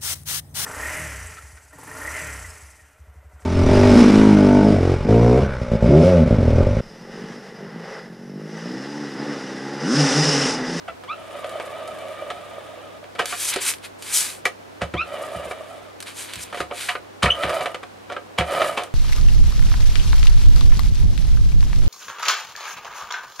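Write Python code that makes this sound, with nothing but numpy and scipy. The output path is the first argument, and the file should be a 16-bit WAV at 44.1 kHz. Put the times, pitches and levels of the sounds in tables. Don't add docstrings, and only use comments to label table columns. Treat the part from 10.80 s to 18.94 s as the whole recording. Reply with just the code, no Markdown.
import sys
import numpy as np
from scipy import signal
from scipy.fft import rfft, irfft
from scipy.io import wavfile
from scipy.ndimage import uniform_filter1d

SR = 44100
rng = np.random.default_rng(int(sys.argv[2]) if len(sys.argv) > 2 else 0)


def generate_wav(signal):
    frames = np.transpose(np.atleast_2d(signal))
    scaled = np.clip(frames, -1, 1) * 32767
    pcm = np.round(scaled).astype(np.int16)
    wavfile.write(sys.argv[1], SR, pcm)


N = 358974
TIME = np.arange(N) / SR
BINS = np.fft.rfftfreq(4096, 1 / SR)


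# (start [s], fastest [s], end [s], relative gear chatter [dB], relative tape peel [dB],
# how much quieter at the ends [dB])
STROKES = [(0.318, 0.756, 2.18, -32.5, -50.5, 11), (4.2, 4.39, 5.106, -30.5, -45, 18),
           (6.5, 6.72, 6.92, -22, -37.5, 12), (7.607, 7.763, 8.08, -18.5, -32.5, 28)]


def rolling():
    strokes = [swell(start, peak, end, ease_db) for start, peak, end, _, _, ease_db in STROKES]
    chatter_db, peel_db = np.transpose(STROKES)[3:5]
    drag = np.tanh(wander(rate_hz=5.7))
    return rolling_case(strokes, chatter_db, drag) + peeling_tape(strokes, peel_db, drag)


# (frequency [Hz], level [dB])
CASE_BROAD = [(40, -48), (150, -16), (400, -40), (1000, -19), (2500, -26), (3600, -24.5), (5000, -40),
              (16000, -48)]
# (frequency [Hz], width [Hz], level [dB])
CASE_MODES = [(346, 67, -15), (557, 42, 4), (643, 66, 3), (900, 31, -11.5), (1229, 57, 0), (1850, 180, -12),
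              (2317, 33, -10.5), (2900, 78, -12.5)]
# (frequency [Hz], width [Hz], level [dB])
KNOCK_MODES = [(580, 29, 0.5), (650, 42, -1.5)]
# (frequency [Hz], level [dB])
SCRAPE = [(500, -27), (850, 1), (1500, 0), (3600, -9), (4700, -11.5), (6500, -30.5)]
TEETH_PER_S, TEETH_DB = 90, -18.5
SCRAPE_DB = -12.5
KNOCKS_PER_S, KNOCKS_DB = 60, -4.5
KNOCK_LIMIT_DB = -37


def rolling_case(strokes, chatter_db, drag):
    turning = level(strokes, chatter_db)
    meshing = slips(per_s=1300, spread_db=0.5) * gain_of(1.0 * drag)
    gears = flexed(colour(meshing, response(CASE_BROAD, CASE_MODES)))
    teeth = colour(beats(TEETH_PER_S, uneven=0.5, spread_db=9.0), struck_case())
    play = beats(KNOCKS_PER_S, uneven=0.6, spread_db=6)
    knocks = flexed(colour(play, response([(1000, -56)], KNOCK_MODES)))
    scrape = colour(slips(per_s=980, spread_db=4.5), response(SCRAPE))
    skid = turning / turning.max()
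    chatter = gain_of(-2) * evened(gears) + gain_of(TEETH_DB) * evened(teeth)
    chatter += gain_of(SCRAPE_DB) * evened(scrape) * np.sqrt(skid)
    knocking = level(strokes, np.minimum(chatter_db, KNOCK_LIMIT_DB))
    return chatter * turning + gain_of(KNOCKS_DB) * evened(knocks) * knocking


# (frequency [Hz], level [dB])
PEEL = [(2000, -39), (4000, -4.5), (6000, -8), (7500, -5.5), (9500, -2.5), (11500, -7.5), (13500, -14),
        (16000, -27)]
# (frequency [Hz], level [dB])
RASP = [(1400, -22), (2100, -8), (2500, -4), (3000, -4), (3700, -2), (4400, -36), (8000, -55)]
SNAPS_PER_S, SNAPS_DB = 20, -17
RASP_DB = -51.5


def peeling_tape(strokes, peel_db, drag):
    surge = gain_of(0.61 * drag + 3.5 * wander(rate_hz=31))
    crackle = colour(slips(per_s=3100, spread_db=-3.0) * surge, response(PEEL))
    snaps = colour(beats(SNAPS_PER_S, uneven=0.7, spread_db=0.0), response(PEEL))
    rasp = colour(slips(per_s=2500, spread_db=4.0), response(RASP))
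    peel = gain_of(-5.5) * evened(crackle) + gain_of(SNAPS_DB) * evened(snaps)
    return peel * level(strokes, peel_db) + gain_of(RASP_DB) * evened(rasp) * np.sqrt(sum(strokes))


# (time [s], level [dB])
KNOCKS = [(0.554,-25), (0.645,-22), (0.755,-18.5), (0.917,-27.5), (1.421,-20.5), (1.781,-23), (2.228,-32),
          (4.338,-20.5), (4.42,-22.5), (4.547,-19), (4.596,-22.5), (4.653,-24), (4.807,-26), (6.765,-18.5),
          (7.76,-17), (7.842,-16.5)]
KNOCK_HZ, KNOCK_SCATTER, KNOCK_RISE_S = 606.7, 0.06, 0.0035
KNOCK_OCTAVE_DB = -11.5


def lurches():
    out, t = np.zeros(N), TIME[:SR // 10]
    bump = (t / KNOCK_RISE_S * np.exp(1 - t / KNOCK_RISE_S)) ** 1.74
    spots = rng.uniform(-0.97, 1, len(KNOCKS))
    for (s, db), spot in zip(KNOCKS, spots):
        phase = 2 * np.pi * KNOCK_HZ * (1 + KNOCK_SCATTER * spot) * t
        tone = np.sin(phase) + gain_of(KNOCK_OCTAVE_DB) * np.sin(2 * phase)
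        add(out, s, gain_of(db) * bump * tone)
    return out


# (start [s], loudest [s], end [s], first pitch [Hz], last pitch [Hz], fundamental [dB],
# octave before the wall colours it [dB])
SQUEAKS = [(0.078, 0.088, 0.116, 740, 660, -31, -34), (0.275, 0.314, 0.348, 920, 1345, -29, -38),
           (4.16, 4.22, 4.248, 950, 1360, -26, -31.5), (6.467, 6.494, 6.503, 1160, 1350, -20.5, -37),
           (6.499, 6.508, 6.517, 2850, 2990, -14, -41), (6.509, 6.521, 6.533, 2950, 3150, -22, -25),
           (6.522, 6.536, 6.565, 3050, 3100, -33, -48)]
# (frequency [Hz], level [dB])
SQUEAK_WALL = [(1950, -4), (2200, -3), (2520, 4.5), (2750, 2), (3500, 1), (4600, -11.5), (12000, -28)]
GLIDE_POWER = 2.3
SQUEAK_EASE_DB, OVERTONE_EASE_DB = 19, 11
OVERTONE_FALL_DB = 6
OVERTONE_LEAD = 0.65
SHUDDER_DB = 4


def squeaks():
    out, jitter = np.zeros(N), wander(rate_hz=410)
    shudder = gain_of(SHUDDER_DB * np.tanh(wander(rate_hz=99)))
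    flutter = [gain_of(3.4 * wander(rate_hz=100)) for _ in range(5)]
    for start, peak, end, first_hz, last_hz, first_db, octave_db in SQUEAKS:
        at = np.flatnonzero((TIME > start) & (TIME < end))
        hz = last_hz + (first_hz - last_hz) * np.linspace(1, 0, len(at)) ** GLIDE_POWER
        phase = 2 * np.pi * np.cumsum(hz * (1 + 0.032 * jitter[at])) / SR
        fundamental = gain_of(first_db) * swell(start, peak, end, SQUEAK_EASE_DB)[at] * shudder[at]
        tone = fundamental * np.sin(phase)
        overtone_peak = start + OVERTONE_LEAD * (peak - start)
        overtones = swell(start, overtone_peak, end, OVERTONE_EASE_DB)[at]
        for k, waver in enumerate(flutter, 2):
            wall = gain_of(octave_db - OVERTONE_FALL_DB * (k - 2) + read(SQUEAK_WALL, k * hz))
            tone += wall * overtones * waver[at] * np.sin(k * phase) * (k * hz < EDGE_HZ)
        add(out, start, np.sqrt(2) * tone * signal.windows.tukey(len(at), .1))
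    return out


# (frequency [Hz], level [dB])
CLACK_BROAD = [(60, -28), (230, -18), (390, -12), (1000, -7), (3000, -13.5), (4300, -16.5), (5500, -23),
               (9500, -25.5), (16000, -47.5)]
# (frequency [Hz], width [Hz], level [dB])
CLACK_MODES = [(391, 48, -12.5), (535, 60, 6), (711, 26, 4.5), (1250, 134, -1), (1560, 160, -15),
               (1830, 200, -5), (2304, 60, -6.5), (2870, 490, -10)]


def struck_case():
    return response(CLACK_BROAD, CLACK_MODES)


# (time [s], relative blow [dB], hollow body weight [dB], sharp edge weight [dB],
# rattle decay by 60 dB [s], ring of the struck wall [Hz], wall ring re case ring [dB])
CLACKS = [(2.395,-8.5,-2,-17,0.15,1567,-6), (2.526,-18.5,-11,-39,0.11,1170,-1.5),
          (2.761,-15,0,-5,0.05,387,-4), (3.654,-10.5,-3.5,-9,0.085,1938,-1),
          (4.018,-13,-0.5,-18.5,0.11,576,-8.5), (4.139,-16.5,1.5,-21,0.089,302,-4.5),
          (5.805,-13.5,-1.5,-13,0.13,325,-14), (5.912,-17,4.5,-40,0.11,1065,-10),
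          (6.093,-10.5,-34,-21,0.12,2410,-14), (6.153,-18.5,-6,-29,0.065,1230,-5),
          (6.433,-5,-14,-15.5,0.13,1870,-23), (6.442,-13,11,-26,0.049,469,-13),
          (6.461,-7.5,-2,-34,0.16,1880,-7.5), (6.636,-10.5,-5,-22,0.12,302,-15),
          (7.301,-20.5,1,-23,0.32,1143,-4), (7.365,-20,-0.5,-30,0.079,1327,-5.5),
          (7.587,-8,-7.5,-15.5,0.12,2760,-11), (7.61,-9.5,0,-43,0.12,1700,-14),
          (7.976,-10,-1,-18,0.21,1260,-17)]
WALL_T60, WALL_RISE_S, WALL_PAIR = 0.059, 0.00064, 1.2


def clacks():
    out, t = np.zeros(N), TIME[:SR // 4] - TIME[SR // 100]
    case = struck_case()
    body, edge = 1 / (1 + (BINS / 900) ** 4), 1 - 1 / (1 + (BINS / 4300) ** 6)
    low, mid, high = (case * band / np.linalg.norm(case * band) for band in (body, 1 - body - edge, edge))
    after = np.maximum(t, 0)
    dying = (1 - np.exp(-after / WALL_RISE_S)) * np.exp(-np.log(1000) * after / WALL_T60)
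    for s, db, body_db, edge_db, rattle_s, wall_hz, wall_db in CLACKS:
        lead_in_db = np.interp(rattle_s, [.085, .12], [-20, 2])
        blow = contact(t, rattle_s, rattle=2.3, lead_in_db=lead_in_db)
        ring = colour(blow, gain_of(body_db) * low + 0.72 * mid + gain_of(edge_db) * high)
        pair = sum(np.sin(2 * np.pi * (hz * t + rng.random())) for hz in (wall_hz, WALL_PAIR * wall_hz))
        add(out, s + t[0], gain_of(db) * (evened(ring) + gain_of(wall_db) * evened(dying * pair)))
    return gain_of(-20.5) * out


# (time [s], relative level [dB])
CATCHES = [(0.083,-26.5), (0.237,-30.5), (0.644,-23), (0.799,-20.5), (1.503,-18.5), (2.24,-33),
           (2.352,-27.5), (4.711,-19), (5.727,-22), (5.745,-19.5), (5.773,-22), (6.695,-16), (6.809,-16.5),
           (6.858,-14.5), (6.945,-18.5), (7.031,-25), (7.322,-22.5), (7.724,-20), (7.818,-10.5)]
CATCH_RATTLE_S, CATCH_EDGE_DB = 0.071, -3.5


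def catches():
    out, t = np.zeros(N), TIME[:SR // 4]
    treble = (BINS / 4300) ** 6 / (1 + (BINS / 4300) ** 6)
    case = struck_case() * gain_of(CATCH_EDGE_DB * treble)
    for s, db in CATCHES:
        click = colour(contact(t, CATCH_RATTLE_S, rattle=3.3), case)
        add(out, s, gain_of(db) * evened(click))
    return gain_of(-20.5) * out


# (time [s], relative level [dB])
THUDS = [(0.09, -44), (4.02, -24), (4.14, -23.5), (4.559, -31.5), (4.657, -39), (5.565, -37), (5.8, -34.5),
         (6.434, -14.5), (6.466, -21), (6.643, -28), (7.59, -18.5)]
# (frequency [Hz], level [dB], decay by 60 dB [s])
TABLE_MODES = [(73.3, -6.5, 0.26), (106.5, 0.5, 0.081), (171.3, -6.5, 0.17), (192, -5, 0.08)]


def thuds():
    out, t = np.zeros(N), TIME[:SR // 2]
    swing = sum(gain_of(db - 60 * t / t60) * np.sin(2 * np.pi * hz * t) for hz, db, t60 in TABLE_MODES)
    soft_onset = 1 - np.exp(-t / 0.0036)
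    for s, db in THUDS:
        add(out, s, gain_of(db) * swing * soft_onset)
    return gain_of(5) * signal.sosfilt(signal.butter(4, 58, "high", fs=SR, output="sos"), out)


# (start [s], peak [s], end [s], relative hiss [dB], relative dull rub [dB])
SLIDES = [(2.434, 2.505, 2.63, -31.5, -36), (2.54, 2.63, 2.77, -23, -35.5),
          (2.663, 2.692, 2.73, -19.5, -33), (2.7, 2.727, 2.88, -39, -31), (2.795, 2.823, 2.89, -25, -34),
          (2.815, 2.894, 2.936, -19.5, -29), (3.015, 3.056, 3.08, -39, -39), (3.189, 3.39, 3.602, -26, -34),
          (3.316, 3.355, 3.472, -15, -58), (4.423, 4.528, 4.47, -34, -49), (5.25, 5.277, 5.35, -39, -38.5),
          (5.327, 5.404, 5.5, -32.5, -40.5), (5.424, 5.507, 5.8, -43.5, -41.5),
          (5.566, 5.648, 5.64, -30.5, -55), (5.705, 5.785, 5.85, -43.5, -43),
          (5.91, 6.009, 6.19, -32.5, -36)]
# (frequency [Hz], level [dB])
HISS = [(900, -40), (2000, -20), (3000, -6.5), (4300, -3.5), (9300, 2.5), (12500, -5), (15500, -22)]
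# (frequency [Hz], level [dB])
RUB = [(80, -26), (300, -12), (600, -13), (900, -3), (1200, -0.5), (1900, 3.5), (2800, 3.5), (4500, 0.5),
       (9000, -55)]
SLIDE_EASE_DB = 26.5


def sliding():
    swishes = [swell(start, peak, end, SLIDE_EASE_DB) for start, peak, end, _, _ in SLIDES]
    hissing, rubbing = (level(swishes, column) for column in np.transpose(SLIDES)[3:])
    grip = gain_of(1.0 * wander(rate_hz=120))
    hiss = evened(colour(slips(per_s=13000, spread_db=1.0), response(HISS)))
    rub = evened(colour(slips(per_s=3800, spread_db=2.0), response(RUB)))
    return grip * (gain_of(-2.5) * hiss * hissing + gain_of(2.0) * rub * rubbing)


# (time [s], peak level [dB])
TICKS = [(0.694,-27), (1.077,-25), (1.188,-31), (1.284,-32.5), (2.457,-9.5), (2.738,-8.5), (2.938,-15.5),
         (2.984,-33), (3.224,-18), (5.204,-17), (5.226,-18), (5.536,-15), (5.557,-16.5), (8.036,-19.5)]


def ticks():
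    out, t = np.zeros(N), TIME[:SR // 10]
    card = response(HISS) + response(RUB)
    for s, db in TICKS:
        tick = colour(contact(t, rattle_s=0.045, rattle=1.63), card)
        add(out, s, gain_of(db) * tick / abs(tick).max())
    return out


# (frequency [Hz], level [dB])
QUIET = [(25,-23), (70,-1), (100,-13), (130,-4), (280,1), (590,1.5), (1000,-2.5), (4000,-14.5),
         (15500,-28.5)]
# (frequency [Hz], level [dB])
AIR_SIDE = [(60, -8), (110, -4), (250, 5.5), (500, 5), (8000, -3)]
AIR_DB = -47
HUM_HZ, HUM_DB = 99.6, -57.5


def room_tone():
    shared, unlike = (evened(colour(rng.standard_normal(N), response(QUIET))) for _ in range(2))
    unlike = colour(unlike, response(AIR_SIDE))
    air = gain_of(AIR_DB) * np.array([shared + unlike, shared - unlike])
    return air + gain_of(HUM_DB) * np.sqrt(2) * np.sin(2 * np.pi * HUM_HZ * TIME)


# (frequency [Hz], level [dB])
ROOM_DB = [(70, -56), (150, -22.5), (350, -3), (2000, -11), (9000, -10)]
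# (frequency [Hz], level [dB])
ROOM_SIDE = [(600, -13), (2000, -4), (11000, 3.5)]
ROOM_T60 = 0.16


def room(x):
    t = TIME[:SR // 2]
    arrivals = rng.choice([-1, 1], (2, len(t))) * (rng.random((2, len(t))) < 3000 / SR)
    taps = arrivals * gain_of(-60 * t / ROOM_T60)
    shared, unlike = (colour(part / np.linalg.norm(part), response(ROOM_DB)) for part in taps)
    unlike = colour(unlike, response(ROOM_SIDE))
    echoes = np.array([shared + unlike, shared - unlike])
    return x + signal.fftconvolve(x[None], echoes, axes=1)[:, :N]


STOP_S = 0.011


def swell(start, peak, end, ease_db):
    away = np.interp(TIME, [start, peak, end], [1, 0, 1])
    inside = np.clip(np.minimum(TIME - start, end - TIME) / STOP_S + 1, 0, 1)
    return inside * gain_of(-ease_db * away ** 2)


def level(gestures, gains_db):
    return np.sqrt(sum((gain_of(db) * gesture) ** 2 for gesture, db in zip(gestures, gains_db)))


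def contact(t, rattle_s, rattle, lead_in_db=0):
    fall_db = np.where(t < 0, lead_in_db + 2200 * t, -60 * t / max(rattle_s, .005))
    bounces = evened(uniform_filter1d(rng.standard_normal(len(t)), size=60))
    tail = rng.standard_normal(len(t)) * gain_of(fall_db + 2.45 * bounces)
    return (t == 0) + rattle * tail / np.linalg.norm(tail)


def slips(per_s, spread_db):
    size = gain_of(spread_db * np.minimum(rng.exponential(1, N), 4))
    return size * rng.choice([-1, 1], N) * (rng.random(N) < per_s / SR)


def beats(per_s, uneven, spread_db):
    rate = per_s * np.exp(uneven * wander(rate_hz=per_s))
    turns = np.floor(np.cumsum(rate) / SR)
    return np.diff(turns, prepend=0) * gain_of(spread_db * rng.uniform(-0.85, 1, N))


def wander(rate_hz):
    rolloff = 1 + (np.fft.rfftfreq(N, 1 / SR) / rate_hz) ** 4
    return evened(irfft(rfft(rng.standard_normal(N)) / rolloff, N))


FLEX, FLEX_HZ = 0.035, 14


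def flexed(x):
    place = np.cumsum(1 + FLEX * wander(rate_hz=FLEX_HZ))
    return np.interp(place % N, np.arange(N), x)


def response(broad, modes=()):
    peaks = sum(gain_of(db) ** 2 / (1 + ((BINS - hz) / width) ** 2) ** 2 for hz, width, db in modes)
    return np.sqrt(gain_of(read(broad, BINS)) ** 2 + peaks)


def colour(x, gain):
    log_gain = np.log(np.r_[gain, gain[-2:0:-1]] + 1e-6)
    taps = np.fft.ifft(np.exp(np.conj(signal.hilbert(log_gain)))).real
    return signal.oaconvolve(x, taps)[:len(x)]


def gain_of(db):
    return 10 ** (np.asarray(db) / 20)


def evened(x):
    return x / np.sqrt(np.mean(x ** 2) + 1e-20)


def read(points, hz):
    f, value = np.transpose(points)
    return np.interp(np.log(hz + 1), np.log(f + 1), value)


def add(mix, s, sound):
    part = mix[max(round(s * SR), 0):][:len(sound)]
    part += sound[:len(part)]


def scene():
    runner = rolling() + lurches() + squeaks() + clacks() + catches()
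    table_and_card = thuds() + sliding() + ticks()
    return room(runner + table_and_card) + room_tone()


# (frequency [Hz], level [dB])
BALANCE = [(220, 0), (680, -2.3), (1400, -.1), (8000, -.6), (13000, 2.4)]
# (frequency [Hz], phase [radians])
LEAD = [(100, 0), (1000, .15), (9500, .2), (13000, 2.2)]
EDGE_HZ = 15850


def record(dry):
    hz = np.fft.rfftfreq(N, 1 / SR)
    side = np.array([[.5], [-.5]])
    tilt = gain_of(side * read(BALANCE, hz)) * np.exp(1j * side * read(LEAD, hz))
    ports = irfft(rfft(dry) * tilt, N)
    rounded = ports / (1 + (ports / .85) ** 6) ** (1 / 6)
    lowpass = signal.firwin(511, EDGE_HZ, window=("kaiser", 9), fs=SR)
    return signal.oaconvolve(rounded, lowpass[None], "same")


dry = scene()
out = record(dry)
generate_wav(out)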